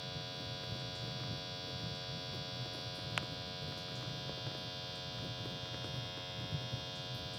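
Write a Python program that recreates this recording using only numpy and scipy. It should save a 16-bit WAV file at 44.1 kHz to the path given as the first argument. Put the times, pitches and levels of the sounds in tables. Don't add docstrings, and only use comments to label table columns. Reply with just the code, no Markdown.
import sys
import numpy as np
from scipy import signal
from scipy.fft import rfft, irfft, next_fast_len
from scipy.io import wavfile
from scipy.ndimage import uniform_filter1d

SR = 44100
rng = np.random.default_rng(int(sys.argv[2]) if len(sys.argv) > 2 else 0)


def to_wav(sig):
    pcm = np.clip(np.atleast_2d(sig), -1, 1) * 32767
    pcm = np.round(pcm).astype(np.int16)
    wavfile.write(sys.argv[1], SR, pcm.T)


N = 325458
T = np.arange(N) / SR


def undb(db):
    return 10 ** (np.asarray(db) / 20)


def unit(x):
    return x / np.sqrt(np.mean(x ** 2))


def glide(rows):
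    return uniform_filter1d(np.interp(T, *np.transpose(rows)), SR // 4)


def spectrum_db(points, hz):
    point_hz, db = np.transpose(points)
    return np.interp(np.log(np.maximum(hz, 1)), np.log(point_hz), db)


def noise(points):
    size = next_fast_len(N, True)
    gain = undb(spectrum_db(points, np.fft.rfftfreq(size, 1 / SR)))
    return irfft(rfft(rng.standard_normal(size)) * gain, size)[:N] * np.sqrt(SR / 2)


def colour(x, points, size=1024):
    gain = undb(spectrum_db(points, np.fft.rfftfreq(size, 1 / SR)))
    cepstrum = irfft(np.log(gain))
    cepstrum[1:size // 2] *= 2
    cepstrum[size // 2 + 1:] = 0
    response = irfft(np.exp(rfft(cepstrum)))
    return signal.fftconvolve(x, response)[:len(x)]


def wander(per_s):
    hold = int(SR / per_s)
    steps = np.repeat(rng.standard_normal(N // hold + 1), hold)
    return unit(uniform_filter1d(uniform_filter1d(steps, hold), hold)[:N])


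def burst(points, decay_s, tail_db, tail_s, click=0, size=8192):
    t = T[:size]
    envelope = np.exp(-t / decay_s) + undb(tail_db) * np.exp(-t / tail_s)
    hit = colour(rng.standard_normal(size) * envelope + click * (t == 0), points)
    return hit / np.sqrt(uniform_filter1d(hit ** 2, 130, mode="constant").max())


def damped_tone(hz, attack_s, size):
    t = T[:size]
    envelope = (t / attack_s * np.exp(1 - t / attack_s)) ** 2
    return envelope * np.sin(2 * np.pi * hz * t)


def add(out, start_s, x):
    i = int(start_s * SR)
    out[i:i + len(x)] += x[:N - i]


# frequency in Hz, relative level in dB.
FIREBOX_EQ = [(20, -55), (33, -35), (48, -19), (62, -10.5), (80, -7.5), (100, -5), (124, 4.5), (143, -0.5),
              (165, -3.5), (220, -15), (300, -16.5), (400, -25), (490, -27.5), (750, -69)]
# frequency in Hz, density in dB per Hz.
FLAP_SPECTRUM = [(100, -100), (190, -82), (290, -81), (400, -90), (490, -84), (750, -103), (1500, -120)]
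# start in seconds, peak level in dB, pitch in Hz.
GAS_PUFFS = [(.155, -37.5, 135), (.465, -41.5, 126), (0.72, -38, 126), (1.306, -39, 149),
             (1.835, -41.5, 150), (2.602, -42, 128), (3.145, -39, 125), (4.075, -41, 122),
             (4.465, -41, 130), (5.976, -40.5, 118), (6.539, -33, 128), (6.736, -36.5, 113)]


def flames(rumble_db=-48, flicker_db=4, flap_depth_db=3.3, flare_s=0.022, flare_db=-6):
    roar = noise(FIREBOX_EQ)
    power = uniform_filter1d(uniform_filter1d(roar ** 2, SR // 12), SR // 12)
    roar = roar / np.sqrt(power)
    flicker = undb(rumble_db + flicker_db * np.tanh(wander(per_s=18)))
    flares = sum(undb(db + flare_db) * np.exp(-.5 * ((T - start_s - flare_s / 2) / flare_s) ** 2)
                 for start_s, db, _ in GAS_PUFFS)
    strength = np.hypot(flicker, flares)
    flapping = noise(FLAP_SPECTRUM) * unit(np.sqrt(strength) * undb(flap_depth_db * wander(per_s=45)))
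    out = roar * strength + flapping
    for start_s, db, hz in GAS_PUFFS:
        add(out, start_s, undb(db) * damped_tone(hz, attack_s=0.0068, size=SR // 5))
    return out


# frequency in Hz, relative level in dB.
CRACK_EQ = [(400, -19.5), (750, -1.5), (1000, 0.5), (1500, -2), (2100, -7.5), (3000, -11.5), (6000, -24),
            (12000, -40)]
THUD_EQ = [(120, -29), (300, 1.5), (500, -2.5), (800, -13.5), (1600, -51)]
# start in seconds, crack level and thud level in dB before trim.
RESIN_POPS = [(0.636, -48.5, -46), (1.201, -52, -53), (1.236, -47, -57), (2.335, -50, -46),
              (2.658, -51.6, -43.5), (2.749, -49, -42.5), (2.785, -56, -45.5), (2.986, -54, -44.5),
              (3.228, -48, -42), (3.724, -46.5, -50), (4.011, -51, -58), (4.028, -46.5, -46.5),
              (4.294, -49, -39.5), (4.375, -58, -45), (4.467, -47, -41.5), (4.516, -55, -46),
              (4.549, -51, -43), (5.186, -49, -56), (5.456, -46, -44), (5.657, -49, -53), (5.744, -47, -46),
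              (5.844, -46, -44.5), (6.175, -49, -44.5)]


def resin_pops(crack_trim_db=0.6, thud_trim_db=.5):
    out = np.zeros(N)
    for start_s, crack_db, thud_db in RESIN_POPS:
        crack = burst(CRACK_EQ, decay_s=0.0015, tail_db=-10, tail_s=.012, click=22)
        thud = burst(THUD_EQ, decay_s=0.0013, tail_db=-16.5, tail_s=0.021, click=5.9)
        add(out, start_s, undb(crack_db + crack_trim_db) * crack + undb(thud_db + thud_trim_db) * thud)
    return out


def crackle(level_db=-56.5, spread_db=1.5, cluster_s=.13, clustered_share=.7, count=120):
    out = np.zeros(N)
    for _ in range(count):
        near_pop = RESIN_POPS[rng.integers(len(RESIN_POPS))][0] + cluster_s * rng.standard_normal()
        anywhere = rng.uniform(0, T[-1])
        start_s = near_pop % T[-1] if rng.random() < clustered_share else anywhere
        crack = burst(CRACK_EQ, decay_s=0.002, tail_db=-17, tail_s=0.0074, click=5.1)
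        thud = burst(THUD_EQ, decay_s=0.0039, tail_db=-13, tail_s=0.0061)
        add(out, start_s, undb(level_db + spread_db * rng.standard_normal()) * (crack + thud))
    return out


# pitch in Hz, peak level in dB, attack in seconds.
SNAP_MODES = [(637, -28, 0.0016), (1450, -22.5, 0.0011), (2680, -15.5, 0.00034), (3430, -36, 0.00027),
              (5000, -29, 0.00028), (7440, -33, 0.00044), (10500, -37, 0.00029)]


def snap(start_s=3.1772, echo_delay_s=0.001724, echo_db=-38):
    out = np.zeros(N)
    for hz, db, attack_s in SNAP_MODES:
        add(out, start_s, undb(db) * damped_tone(hz, attack_s, size=SR // 20))
    scatter = burst(CRACK_EQ, decay_s=0.0015, tail_db=-6, tail_s=0.0067)
    add(out, start_s + echo_delay_s, undb(echo_db) * scatter)
    return out


# start in seconds, level in dB, band centre in Hz.
BRIGHT_TICKS = [(.637, -70, 13100), (.796, -69, 8000), (0.951, -61, 7100), (1.95, -66, 7200),
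                (2.734, -62.5, 10300), (2.951, -62, 9800), (3.228, -67, 7600), (3.774, -58, 5700),
                (3.779, -66, 11500), (3.954, -56.5, 6300), (4.573, -70, 10950), (4.951, -64, 7540),
                (5.841, -66, 8460), (6.953, -62, 6900), (7.146, -62, 12500), (7.335, -61, 8450)]


def ticks(skirt_db=-14):
    out = np.zeros(N)
    for start_s, db, hz in BRIGHT_TICKS:
        band = [(hz / 4, 2 * skirt_db), (hz / 2, skirt_db), (hz, 0), (2 * hz, 2 * skirt_db)]
        add(out, start_s, undb(db) * burst(band, decay_s=0.0082, tail_db=1, tail_s=0.067))
    return out


# time in seconds, position (0 is the first stance, 1 the second).
PHONE_PATH = [(0, 0.013), (2.7, -0.1), (3.1, .27), (3.9, 0.17), (4.3, .7), (5.3, 0.61), (6.3, 1.34),
              (7, 0.85), (7.38, .55)]
# harmonic number, base level in dB at stance one, then two.
STRONG_OVERTONES = [(5, -58.5, -60.5), (6, -55.5, -55.5), (7, -57, -57.5), (8, -57.5, -58), (9, -67, -66),
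                    (10, -76.5, -64), (11, -60.5, -60.5), (12, -70.5, -64.5), (15, -73.5, -65),
                    (16, -61.5, -64), (18, -62, -62), (21, -74, -100), (26, -68.5, -68.5), (28, -66, -62),
                    (31, -65, -58.5), (32, -61.5, -65), (35, -64.5, -58), (36, -57.5, -54),
                    (37, -60.5, -59), (38, -53.5, -59.5), (39, -56, -53), (41, -61, -54.5),
                    (43, -58.5, -86), (44, -58, -57.5), (45, -61.5, -68.5), (48, -63.5, -69),
                    (50, -55, -68.5), (52, -62.5, -76), (54, -63.5, -61.5), (56, -66, -60.5)]
# frequency in Hz, base level in dB.
WEAK_OVERTONES = [(90, -65), (270, -66.5), (360, -89), (1200, -69), (1950, -73), (2450, -69), (2650, -71),
                  (4250, -63), (5750, -70.5), (6400, -87.5), (7600, -96), (8600, -91), (9400, -108)]
# time in seconds, boost or cut in dB.
WHINE_RIDE = [(0, -1), (1.4, 1.7), (3.1, 2.5), (3.9, 2), (4.3, 2), (4.9, 3), (5.7, -2), (6.6, -3),
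              (7.3, 1.5)]


def fan_buzz(buzz_hz=90.31, drift=.0004, flutter=0.047, strong_trim_db=-0.18,
             travel_m=0.076, direct_gain=0.69, room_hz=1800, smear_s_per_hz=2e-6,
             whine_hz=5100, whine_sink_hz=600, whine_width_hz=480, paths=8, hop=256):
    motor_phase = 2 * np.pi * np.cumsum(buzz_hz * (1 + drift * wander(per_s=1))) / SR
    position, ride_db = glide(PHONE_PATH)[::hop], glide(WHINE_RIDE)[::hop]
    stance_db = {round(k): (first, second) for k, first, second in STRONG_OVERTONES}
    rotor = np.exp(1j * motor_phase)
    overtone, out = np.ones(N, complex), np.zeros(N)
    for k in range(1, 101):
        hz = k * buzz_hz
        angle, offset = rng.uniform(0, 2 * np.pi, (2, paths, 1))
        wavenumber = 2 * np.pi * hz / 343
        path_phase = offset + wavenumber * travel_m * position * np.cos(angle)
        reflections = np.exp(1j * path_phase).sum(0) / np.sqrt(paths)
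        chirp = np.exp(1j * np.pi * smear_s_per_hz * hz ** 2)
        field = direct_gain * min(hz / room_hz, 1) * chirp + reflections
        if k in stance_db:
            level_db = strong_trim_db + np.interp(position, (0, 1), stance_db[k])
            field = field / (abs(field) + 0.11)
        else:
            level_db = spectrum_db(WEAK_OVERTONES, hz)
            field = field / np.sqrt(np.mean(abs(field) ** 2))
        whine_centre_hz = whine_hz - whine_sink_hz * position
        whine_db = ride_db * np.exp(-.5 * ((hz - whine_centre_hz) / whine_width_hz) ** 2)
        field = field * undb(level_db + whine_db) * (1 + flutter * rng.standard_normal(len(position)))
        overtone = overtone * rotor
        out += (np.interp(T, T[::hop], field) * overtone).real
    return np.sqrt(2) * out, motor_phase


# frequency in Hz, density in dB per Hz.
AIR_SPECTRUM = [(200, -104), (700, -99), (1400, -99), (1900, -103), (2900, -100), (3500, -95.5),
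                (4700, -97.5), (5600, -101), (6500, -114), (8400, -114), (9300, -128)]


def fan_air(motor_phase, throb=0.076):
    return noise(AIR_SPECTRUM) * (1 + throb * np.cos(motor_phase))


# frequency in Hz, density in dB per Hz at the centre of the stereo image.
HISS_SPECTRUM = [(4000, -145), (7000, -118.5), (9400, -121), (11100, -115), (12200, -116), (16000, -115.5)]


def hiss(side_db=-5.5):
    middle = noise(HISS_SPECTRUM)
    side = undb(side_db) * noise(HISS_SPECTRUM)
    return np.array([middle + side, middle - side])


def scene():
    buzz, motor_phase = fan_buzz()
    fan = buzz + fan_air(motor_phase)
    stove = flames() + resin_pops() + crackle() + ticks() + snap()
    return stove + fan + hiss()


def record(dry, low_cut_hz=34, high_cut_hz=15750):
    low_cut = signal.butter(2, low_cut_hz, "high", fs=SR, output="sos")
    high_cut = signal.ellip(10, .1, 70, high_cut_hz, fs=SR, output="sos")
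    return signal.sosfilt(high_cut, signal.sosfilt(low_cut, dry))


dry = scene()
out = record(dry)
to_wav(out)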